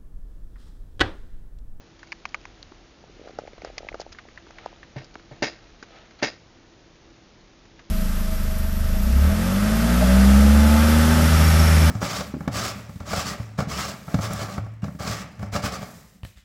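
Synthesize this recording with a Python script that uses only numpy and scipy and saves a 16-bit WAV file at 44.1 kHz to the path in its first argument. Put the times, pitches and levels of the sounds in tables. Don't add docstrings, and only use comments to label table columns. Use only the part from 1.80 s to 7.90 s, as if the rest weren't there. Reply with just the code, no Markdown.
import sys
import numpy as np
from scipy import signal
from scipy.fft import rfft, irfft
from scipy.io import wavfile
from scipy.ndimage import uniform_filter1d

SR = 44100
rng = np.random.default_rng(int(sys.argv[2]) if len(sys.argv) > 2 else 0)


def materialize(psi):
    bounded = np.clip(np.atleast_2d(psi).T, -1, 1)
    quanta = np.round(bounded * 32767).astype(np.int16)
    wavfile.write(sys.argv[1], SR, quanta)


N = 269010

# (frequency [Hz], level [dB])
HISS_TONE = [(20, -6), (60, -7.5), (120, -5), (250, -6.5), (500, -11), (1000, -17), (2000, -20.5),
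             (4000, -31.5), (6000, -26), (7200, -38.5)]
# (time [s], level [dB])
HAND_RUMBLE = [(0, -58), (.8, -52.5), (1.2, -58), (2.1, -51), (2.6, -57), (3.1, -55), (3.7, -55),
               (4.1, -59), (6.1, -61)]
# (time [s], level [dB])
RUSTLE_BED = [(0, -75), (.17, -80), (.22, -67), (.5, -60), (.7, -58.5), (1.2, -66), (1.45, -55.5),
              (1.75, -61), (2.0, -54), (2.3, -64), (2.45, -61.5), (2.95, -58.5), (3.1, -63), (3.3, -63),
              (3.85, -59), (4.45, -63.5), (4.6, -72), (6.1, -69)]
# (frequency [Hz], level [dB])
RUSTLE_COLOUR = [(500, -1), (750, 3.5), (950, -7), (1150, -12), (1250, 1.5), (1450, -5.5), (2000, -5),
                 (4000, -9.5), (7000, -21)]
# (centre time [s], half length [s], level [dB])
PAPER_SLIDES = [(1.87, 0.024, -51.5), (2.22, 0.028, -60), (2.837, 0.07, -54.5), (4.168, 0.066, -51.5),
                (4.402, 0.01, -48.5)]
# (time [s], gain [dB], ring pitch [Hz], ring t60 [ms], scuff trim [dB], snap trim [dB], desk trim [dB])
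LIGHT_TICKS = [(.192, -45.5, 4330, 5.3, -1.5, -6, 4), (0.2303, -27.5, 1580, 6.8, -8.5, -17, 6.5),
               (0.2722, -39.5, 2210, 5.2, -10, -4, -24), (0.3207, -16.5, 2320, 5.5, -28, -10.5, -8.5),
               (0.3252, -18, 2260, 4.8, -8.5, -13, 3.5), (0.454, -15, 2380, 6.7, -10.5, -14.5, 8),
               (0.49, -39, 5020, 4.7, -6, -17, -5), (0.5446, -11, 2240, 6.5, -12.5, -17, 3.5),
               (.5474, -18.5, 1240, 7.2, -9, -17, -8), (0.614, -43, 2550, 7, -15, -5, -12),
               (0.6537, -24.5, 2160, 3.6, -6.5, -13.5, 5.5), (0.8283, -24.5, 3920, 3, -13, -7, -28),
               (0.9213, -40.5, 1270, 5, -12, -21, 17), (1.4763, -37.5, 1370, 5.7, -4, -21, -11),
               (1.4856, -39.5, 1400, 5.8, -18, -1, -21), (1.506, -41, 1400, 5.2, -3, -11, -11),
               (1.5868, -25, 1320, 8, -8.5, -11.5, -10), (1.674, -34, 2160, 7.3, -7.5, -12.5, 10),
               (1.733, -40, 2150, 6.1, -12, -13, 4), (1.7796, -39, 1500, 5.5, -3, -21, 14),
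               (1.8188, -31, 2220, 7.8, -12.5, -9.5, -11), (1.8475, -24.5, 1400, 6.1, -8.5, -7.5, -19),
               (1.981, -20.5, 2150, 5.5, -6, -2.5, -35), (2.0873, -15.5, 2150, 5.7, -9.5, -25, -.6),
               (2.1267, -29.5, 2070, 4.6, -17, -27, 1), (2.144, -22, 1290, 5.9, -7.5, -17, -15),
               (2.1978, -38, 1440, 5.2, -7, -2, 15), (2.2039, -32, 5440, 7, -9, 1.5, -22),
               (2.2135, -28.5, 5130, 6, -6, -6, -16), (2.3205, -42.5, 2300, 8.4, 0, -3.5, -20),
               (2.3263, -40.5, 5330, 4.5, -0.5, 0, -22), (2.348, -35, 1730, 7.9, -9, -18, -22),
               (2.386, -24.5, 1840, 8.8, -6.5, -20, -3), (2.4863, -34, 1810, 4.7, -8, -15, -14),
               (2.575, -27.5, 1870, 10, -10.5, -23, -24), (2.667, -39.5, 1280, 5.7, -4, -22, -4),
               (2.6907, -45.5, 2170, 5.8, -9, -16, -7), (2.7081, -32.5, 1480, 2.6, 0, -16, -15),
               (2.7843, -25, 1930, 7, -7.5, -19, -23), (2.86, -26.5, 1340, 2.7, -5.5, -7.5, -13),
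               (3.0298, -30, 1770, 9.3, -7, -23, -11), (3.184, -32, 2010, 6.4, -4, -11, -23),
               (3.245, -42, 1520, 5.6, -11, 4.5, -25), (3.342, -37, 5000, 4.9, -7, -15, -22),
               (3.3552, -18.5, 1340, 2.2, -10, -18, -23), (3.3964, -36.5, 1300, 5.7, -5.5, -16, 1),
               (4.0263, -27, 1510, 10.8, -7.5, -11.5, -25), (4.3086, -41, 2020, 6.7, -4.5, -8.5, -13),
               (4.389, -42, 4300, 14, -6, -12, -20), (4.418, -37, 1900, 13, 5, -16, 0),
               (5.8531, -44.5, 1450, 5.4, 0, -12, 2), (5.9919, -39.5, 1800, 8.9, 0.5, -15, -14)]
# (time [s], level [dB], pitch [Hz])
CREAK_POPS = [(0.916, -37, 290), (1.239, -36.5, 655), (1.295, -39.5, 352), (1.365, -43, 310),
              (1.394, -35.5, 450), (1.413, -35, 410), (1.426, -43, 477), (1.44, -41, 510),
              (1.448, -41, 554), (1.456, -35.5, 474), (1.465, -43, 605), (1.472, -31.5, 526),
              (1.494, -33, 560), (1.505, -37.5, 444), (1.532, -38.5, 314), (1.587, -17.5, 606),
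              (1.593, -32, 470), (1.618, -36, 526), (1.636, -33.5, 494), (1.651, -35, 580),
              (1.677, -28.5, 620), (1.731, -36.5, 418), (1.779, -35.5, 510), (1.819, -32, 570),
              (1.833, -35, 322), (1.847, -23, 580), (1.856, -37, 480), (1.871, -32.5, 510),
              (1.9, -31.5, 575), (1.978, -30, 610), (2.005, -32, 540), (2.03, -31, 610), (2.047, -32, 580),
              (2.068, -33.5, 640), (2.117, -31, 586), (2.142, -24.5, 488), (2.153, -29, 583),
              (2.198, -23.5, 574), (2.216, -31, 640), (2.264, -31, 650), (2.452, -39, 630),
              (2.481, -41.5, 345), (2.668, -40, 324), (2.705, -38.5, 730), (2.86, -19.5, 707),
              (2.928, -36.5, 725), (3.355, -33.5, 324), (3.356, -31, 756), (4.025, -37.5, 330)]
# (time [s], body level [dB], thump against body [dB], treble against body [dB],
# tail t60 [s], treble roll-off [Hz])
ROOM_KNOCKS = [(3.159, -41, 6.5, -6, 0.38, 4100), (3.511, -46.5, 2, -10, 0.32, 2500),
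               (3.6213, -26, -11.5, 0.5, 0.25, 11600), (4.424, -25.5, -12.5, 1.5, 0.23, 12000)]
# (delay [s], gain [dB])
WALL_ECHOES = [(.003, 1.5), (.0085, -1), (0.0115, 1), (0.0155, 6.5), (0.018, 3.5), (0.022, 4.5),
               (0.03, -6.5)]
# (frequency [Hz], width [Hz], gain [dB])
WOOD_MODES = [(124, 27, 0), (323, 35, -9.5), (346, 89, 2.5), (446, 58, -3), (601, 108, 7), (742, 67, -8),
              (885, 45, -9)]
# (frequency [Hz], width [Hz], gain [dB])
WOOD_RINGS = [(1160, 39, -14.5), (1590, 33, -0.5), (1865, 59, 6), (2220, 190, 5), (2713, 180, 5.5),
              (3960, 29, -11), (4940, 45, 4), (5100, 85, 5)]
# (frequency [Hz], level [dB])
CRACK_TONE = [(900, -8), (1150, -9.5), (1600, -4), (2200, -0.5), (2700, -5.5), (3250, -4.5), (3800, -3),
              (4900, -6), (5600, -3.5), (7000, -11)]

HISS_DB, HUM_HZ, HUM_DB = -54.5, 333.7, -62.5
DULL_DB, BRIGHTEN = -50.5, 0.32
DESK_HZ, DESK_T60_S, SNAP_HZ = 960, 0.0031, 4820
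RISE_RATIO, SNAP_RATIO, SCUFF_RATIO = 0.073, 0.6, 4.32
SCUFF_PIVOT_DB, STRETCH_PER_DB = -21.5, 0.023


def gain_of(db):
    return 10 ** (np.asarray(db) / 20)


def unit_rms(x):
    return x / np.sqrt(np.mean(x ** 2) + 1e-20)


def fader(points):
    return gain_of(np.interp(np.arange(N) / SR, *np.transpose(points)))


def add(mix, start_s, sound):
    part = mix[round(start_s * SR):][:len(sound)]
    part += sound[:len(part)]


def highpass(x, hz):
    return signal.sosfilt(signal.butter(2, hz, "high", fs=SR, output="sos"), x)


def coloured(x, points):
    hz = np.fft.rfftfreq(len(x), 1 / SR) + 1
    point_hz, point_db = np.transpose(points)
    eq_db = np.interp(np.log(hz), np.log(point_hz), point_db)
    low_cut_db = 18 * np.minimum(np.log2(hz / point_hz[0]), 0)
    return unit_rms(irfft(rfft(x) * gain_of(eq_db + low_cut_db), len(x)))


def resonate(x, hz, width):
    radius, angle = np.exp(-np.pi * width / SR), 2 * np.pi * hz / SR
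    return signal.lfilter([1 - radius], [1, -2 * radius * np.cos(angle), radius ** 2], x) * np.sin(angle)


def envelope(t, t60, rise):
    return gain_of(-60 * t / max(t60, .002)) * (1 - np.exp(-t / max(rise, 1e-4))) ** 2


def room_tone():
    hiss, low, waver = rng.standard_normal((3, N))
    rumble = coloured(low, [(24, -5.5), (40, 3.0), (65, -5.5), (110, -11.5), (200, -35.5)])
    t = np.arange(N) / SR
    hum = np.sin(2 * np.pi * HUM_HZ * t) + 0.74 * unit_rms(resonate(waver, HUM_HZ, width=7.1))
    hiss = gain_of(HISS_DB) * coloured(hiss, HISS_TONE)
    return hiss + fader(HAND_RUMBLE) * rumble + gain_of(HUM_DB) * hum


def rustle():
    grain_db = 1.6 * np.minimum(rng.exponential(1, N // 100 + 1), 4)
    grains = rng.standard_normal(N) * gain_of(grain_db).repeat(100)[:N]
    t = np.arange(N) / SR
    slides = sum(gain_of(db) * np.exp(-((t - centre) / half) ** 2) for centre, half, db in PAPER_SLIDES)
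    level = fader(RUSTLE_BED) + slides
    tilt_db = BRIGHTEN * np.maximum(DULL_DB - 20 * np.log10(level), 0)
    dull = coloured(grains, RUSTLE_COLOUR)
    sheen = sum((gain_of(k * tilt_db) - gain_of((k - 1) * tilt_db)) * highpass(dull, hz)
                for k, hz in enumerate((1200, 2400, 4800), 1))
    return level * (dull + sheen)


def ticks():
    out, t = np.zeros(N), np.arange(SR // 10) / SR
    desk = np.sin(2 * np.pi * DESK_HZ * t) * envelope(t, DESK_T60_S, rise=0.001)
    for start_s, db, hz, t60_ms, scuff_db, snap_db, desk_db in LIGHT_TICKS:
        scuff_noise, snap_noise = rng.standard_normal((2, len(t)))
        t60 = t60_ms / 1000
        rise = RISE_RATIO * t60
        ring = -np.sin(2 * np.pi * hz * t) * envelope(t, t60, rise)
        stretch = 1 + STRETCH_PER_DB * (SCUFF_PIVOT_DB - db)
        drag = gain_of(scuff_db) * envelope(t, SCUFF_RATIO * t60 * stretch, 1.63 * rise)
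        scuff = unit_rms(resonate(resonate(scuff_noise, hz, 2 * hz), hz, 2 * hz)) * drag
        fizz = coloured(snap_noise, [(3300, -5.5), (5000, 1.0), (7000, -4)])
        click = 1.52 * np.sin(2 * np.pi * SNAP_HZ * t) + 1.1 * fizz
        snap = click * envelope(t, SNAP_RATIO * t60, rise=0.00013) + 2.04 * fizz * drag
        tick = 2.02 * ring + scuff + gain_of(snap_db) * snap - 4.7 * gain_of(desk_db) * desk
        add(out, start_s, gain_of(db) * tick)
    return highpass(highpass(out, 650), 650)


def creak():
    out, t = np.zeros(N), np.arange(SR // 50) / SR
    for start_s, db, hz in CREAK_POPS:
        cycles = t * hz - 1.3
        pop = np.cos(2 * np.pi * cycles - .3) * np.exp(-(cycles / 0.69) ** 2)
        after = np.maximum(cycles, 0)
        rebound = 0.091 * np.sin(2 * np.pi * 1.4 * after) * np.exp(-after / 3.8)
        add(out, start_s, gain_of(db) * (pop + rebound))
    return out


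def knocks():
    out, t = np.zeros(N), np.arange(SR // 2) / SR
    tail, grit = rng.standard_normal((2, len(t)))
    clump_db = 2 * unit_rms(uniform_filter1d(rng.standard_normal(len(t)), size=130))
    tail = unit_rms(tail * gain_of(clump_db))
    arrivals = np.zeros(len(t))
    arrivals[44] = -.5
    for delay_s, db in WALL_ECHOES:
        arrivals[round(delay_s * SR)] = gain_of(db)
    burst = grit * signal.oaconvolve(abs(arrivals), envelope(t[:600], t60=0.0056, rise=0.00027))[:len(t)]
    bass_arrivals = arrivals * gain_of(-600 * t)
    for start_s, db, thump_db, treble_db, t60, rolloff_hz in ROOM_KNOCKS:
        drive = bass_arrivals + 0.04 * tail * envelope(t, t60, rise=0.00069)
        lowest, *modes = (gain_of(mode_db) * resonate(drive, hz, width) / width
                          for hz, width, mode_db in WOOD_MODES)
        body = highpass(sum(modes), 200)
        thump = highpass(lowest, 75) * envelope(t, .95 * t60, rise=.004)
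        crack = 0.97 * burst + tail * envelope(t, t60, rise=0.0014)
        rings = sum(gain_of(ring_db) * resonate(crack, hz, width) / np.sqrt(width)
                    for hz, width, ring_db in WOOD_RINGS)
        treble = coloured(crack, CRACK_TONE) + .7 * unit_rms(rings)
        treble *= 1 - np.exp(-t / 0.0018)
        treble = signal.lfilter(*signal.butter(2, rolloff_hz, fs=SR), treble)
        for trim_db, layer in [(0, body), (thump_db, thump), (treble_db, treble)]:
            attack_rms = layer[:SR // 25].std()
            add(out, start_s, gain_of(db + trim_db) * layer / attack_rms)
    return out


def scene():
    return (ticks() + creak() + knocks() + rustle() + room_tone())[None]


def record(dry):
    lowpass = signal.firwin(301, cutoff=7100, window=("kaiser", 9), fs=SR)[None]
    return signal.oaconvolve(dry, lowpass, "same") + gain_of(-104) * rng.standard_normal(dry.shape)


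dry = scene()
out = record(dry)
materialize(out)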